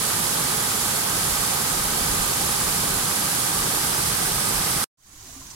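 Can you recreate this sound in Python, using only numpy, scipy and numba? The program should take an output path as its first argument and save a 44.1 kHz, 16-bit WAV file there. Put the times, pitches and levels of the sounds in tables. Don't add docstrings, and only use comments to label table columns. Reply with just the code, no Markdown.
import sys
import numpy as np
from scipy import signal
from scipy.fft import rfft, irfft
from scipy.io import wavfile
from numba import njit

SR = 44100
rng = np.random.default_rng(int(sys.argv[2]) if len(sys.argv) > 2 else 0)


def unload_wav(signal):
    wavfile.write(
        sys.argv[1],
        SR,
        np.round(np.clip(np.atleast_2d(signal).T, -1, 1) * 32767).astype(np.int16),
    )


N = 244735
T = np.arange(N) / SR
HZ = np.maximum(np.arange(N // 2 + 1) * SR / N, 1)


def undb(db):
    return 10 ** (np.asarray(db) / 20)


def unit(x):
    return (x - np.mean(x)) / np.std(x)


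def curve(rows):
    return np.interp(T, *np.transpose(rows))


def over_hz(rows):
    hz, *columns = np.transpose(rows)
    return np.array([np.interp(np.log(HZ), np.log(hz), column) for column in columns])


def colour(x, rows):
    return irfft(rfft(x) * undb(over_hz(rows)), N)


def walk(rate_hz):
    lowpass = np.exp(-(HZ / rate_hz) ** 2)
    return unit(irfft(rfft(rng.standard_normal(N)) * lowpass, N))


@njit
def ring(start_s, hz, t60_s, size, rise):
    out = np.zeros(N)
    for k in range(len(start_s)):
        first, length = int(start_s[k] * SR), t60_s[k] * SR
        step = 2 * np.pi * hz[k] / SR
        z = size[k] + 0j
        turn = np.exp(1j * step - np.log(1000) / length)
        glide = np.exp(1j * step * rise / length)
        for i in range(max(first, 0), min(first + int(length), N)):
            out[i] += z.imag
            z *= turn
            turn *= glide
    return out


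def swarm(low_hz, high_hz, cycles, spread_db, rise, count):
    when, pitch, life, chance = rng.random((count, 4)).T
    hz = low_hz + (high_hz - low_hz) * pitch
    t60_s = cycles * (.5 + life) / hz
    size = undb(-spread_db * np.log(chance + 0.003)) / np.sqrt(t60_s)
    bubbles = unit(ring(when * N / SR, hz, t60_s, size, rise))
    return bubbles * np.sqrt((high_hz - low_hz) / (SR / 2))


def froth(grains, share):
    share = np.clip(share, 0, 1)
    return np.sqrt(share) * grains + np.sqrt(1 - share) * rng.standard_normal(N)


def ports(pair):
    # (f/Hz, likeness 0-1, phase lead of the right port/rad)
    port_likeness = [(160, 0.98, -0.2), (290, 0.9, 0.84), (453, 0.9, 1.49), (610, 0.84, 2), (795, 0.7, 1.5),
                     (970, 0.5, 1.25), (1230, 0.5, 0.37), (1470, .15, 1.65), (1570, 0.5, 0.24),
                     (1710, 0.63, 2.5), (2200, 0.07, -0.5), (2370, 0.5, -1.5), (3120, 0.6, -5.5),
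                     (4020, 0.8, -7.5)]
    likeness, lead = over_hz(port_likeness)
    likeness = np.clip(likeness, 0, 1)
    left, other = rfft(np.array(pair))
    right = likeness * left + np.sqrt(1 - likeness ** 2) * other
    return irfft(np.array([left, right * np.exp(1j * lead)]), N)


def plunge():
    # (f/Hz, left level/dB, right level/dB)
    rush_levels = [(20, -35.5, -33), (84, -18.5, -19.5), (162, -13, -13), (279, -19.5, -21),
                   (440, -19, -17), (643, -24, -19.5), (830, -18.5, -13.5), (1030, -20.5, -18.5),
                   (1262, -14.5, -16.5), (1374, -21.5, -21), (1510, -18, -19), (2070, -23, -27.5),
                   (3180, -25, -28), (12000, -44.5, -43.5)]
    far = swarm(62, 5987, cycles=20, spread_db=2.0, rise=0.079, count=24000)
    far = froth(far, share=0.38) * undb(0.16 * walk(22))
    near = swarm(59.3, 6074, cycles=30, spread_db=3.0, rise=0.086, count=22000)
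    near = froth(near, share=0.7) * undb(.35 * walk(22))
    return colour(ports([far, near]), rush_levels)


def fizzing():
    grains = swarm(1509, 15710, cycles=53, spread_db=2.0, rise=0.037, count=60000)
    return froth(grains, share=0.51) * undb(0.26 * walk(25))


def spray():
    # (f/Hz, left level/dB, right level/dB)
    spray_levels = [(500, -54, -57), (2630, -26, -29), (4800, -21, -20.5), (5900, -22, -22.5),
                    (7100, -23, -18), (8900, -26.5, -16), (9800, -31, -16.5), (11080, -27, -15.5),
                    (12700, -33.5, -20.5), (15500, -29, -30.5)]
    fizz = np.array([fizzing() for _ in range(2)])
    return colour(fizz, spray_levels) * undb(0.12 * walk(1.5))


def breeze():
    # (f/Hz, level/dB)
    rumble_shape = [(3, -42.5), (12, -15.5), (28, -2.5), (52, -3.5), (100, -7), (175, -9.5), (300, -27.5),
                    (900, -70.5)]
    # (strongest at t/s, rumble level/dB, length/s)
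    gust_rows = [(.22, -51, .5), (1.283, -37, 0.29), (1.85, -37.5, .28), (2.14, -31, 0.29), (2.6, -39, .4),
                 (2.95, -37, 0.19), (3.61, -37, 0.12), (4.03, -39.5, 0.44), (4.33, -35.5, 0.13),
                 (4.58, -37.5, 0.16), (4.78, -42, 0.13)]
    lull_db, eddy_db = -52, -17
    power = undb(lull_db) ** 2
    for at, db, length in gust_rows:
        swell = undb(db) * np.exp(-(2 * (T - at) / length) ** 2)
        power = power + swell ** 2
    shared, eddies = (unit(colour(rng.standard_normal(N), rumble_shape)) for _ in range(2))
    return (shared + undb(eddy_db) * np.vstack([eddies, -eddies])) * np.sqrt(power)


def reflect(water, lag_s=0.000286):
    # (t/s, share 0-1)
    nearness = [(3.5, 0), (4.2, 0.8), (4.84, 1.0)]
    # (f/Hz, level/dB)
    reflection = [(700, -38.5), (2000, -9), (3500, -28), (5500, -10.5), (7200, -9), (8400, -10),
                  (9500, -20), (13000, -33)]
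    mirrored = colour(water[1], reflection)[0]
    echo = irfft(rfft(mirrored) * np.exp(-2j * np.pi * HZ * lag_s), N)
    return np.array([water[0], water[1] - curve(nearness) * echo])


def pattering():
    grains = swarm(304, 16370, cycles=72, spread_db=2.0, rise=.03, count=26000)
    return froth(grains, share=0.55) * undb(0.51 * walk(25))


def trickle():
    # (f/Hz, left level/dB, right level/dB)
    trickle_levels = [(300, -44, -42.5), (550, -46, -46), (780, -42, -38), (900, -44, -44),
                      (1020, -39, -34.5), (1240, -44, -42.5), (1500, -43, -43), (2480, -46.5, -44.5),
                      (5000, -41, -40.5), (6400, -43, -37), (7700, -49, -39.5), (8400, -49, -39),
                      (15000, -59.3, -46)]
    # (f/Hz, width/Hz, level/dB)
    ring_rows = [(5950, 44, -63), (6340, 60, -62), (6630, 93, -60), (7000, 50, -61), (7670, 55, -60)]
    patter = np.array([pattering() for _ in range(2)])
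    rings = 0
    for hz, width, db in ring_rows:
        resonance = 1 / (1 + 2j * (HZ - hz) / width)
        rings = rings + undb(db) * unit(irfft(rfft(patter) * resonance, N))
    return colour(patter, trickle_levels) + rings * undb([[-2], [3]])


def open_air():
    # (f/Hz, level/dB)
    air_levels = [(15, -27.5), (60, -28), (130, -31.5), (200, -38.5), (320, -40.5), (480, -56), (1500, -60)]
    return colour(rng.standard_normal(N), air_levels)


def gurgles():
    # (t/s, starting f/Hz, peak level/dB, t60/s)
    bubble_rows = [(5.135, 300, -49, 0.2), (5.235, 368, -52.5, 0.19), (5.245, 1016, -52, .08),
                   (5.278, 264, -47, 0.18), (5.345, 1174, -54, 0.35), (5.362, 269, -43.5, 0.34),
                   (5.415, 1025, -44, 0.068), (5.452, 196, -46, .09), (5.512, 1025, -54, 0.053),
                   (5.535, 960, -51, .06)]
    start_s, hz, db, t60_s = np.array(bubble_rows, float).T.copy()
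    return ring(start_s, hz, t60_s, undb(db), .02)


def spatter():
    # (t/s, level/dB, decay length/s)
    splash = (5.503, -37, 0.016)
    start, db, length = splash
    drops = np.array([swarm(4300, 8200, cycles=50, spread_db=-1.0, rise=.03, count=12000) for _ in range(2)])
    drops = unit(colour(drops, [(4500, -2), (6200, 0), (6900, -7), (7800, -1)]))
    decay = (T > start) * np.exp(-np.abs(T - start) / length)
    return drops * decay * undb(db + np.array([[-4], [2]]))


def scene():
    weir_end_s, cut_tail_s = 4.8425, 0.0056
    basin_start_s, fade_from_s, fade_length_s, basin_db = 4.973, 4.968, 0.32, 0.95
    weir = reflect(plunge() + spray()) + breeze()
    tail = undb(-20) * np.exp(-np.abs(T - weir_end_s) / cut_tail_s)
    ending = np.where(T < weir_end_s, 1, tail)
    basin = trickle() + open_air() + gurgles() + spatter()
    fade = np.clip((T - fade_from_s) / fade_length_s, 0, 1) * (T > basin_start_s)
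    return weir * ending + basin * undb(basin_db) * fade


def record(dry):
    return signal.sosfilt(signal.ellip(12, .1, 80, 15850, fs=SR, output="sos"), dry)


dry = scene()
out = record(dry)
unload_wav(out)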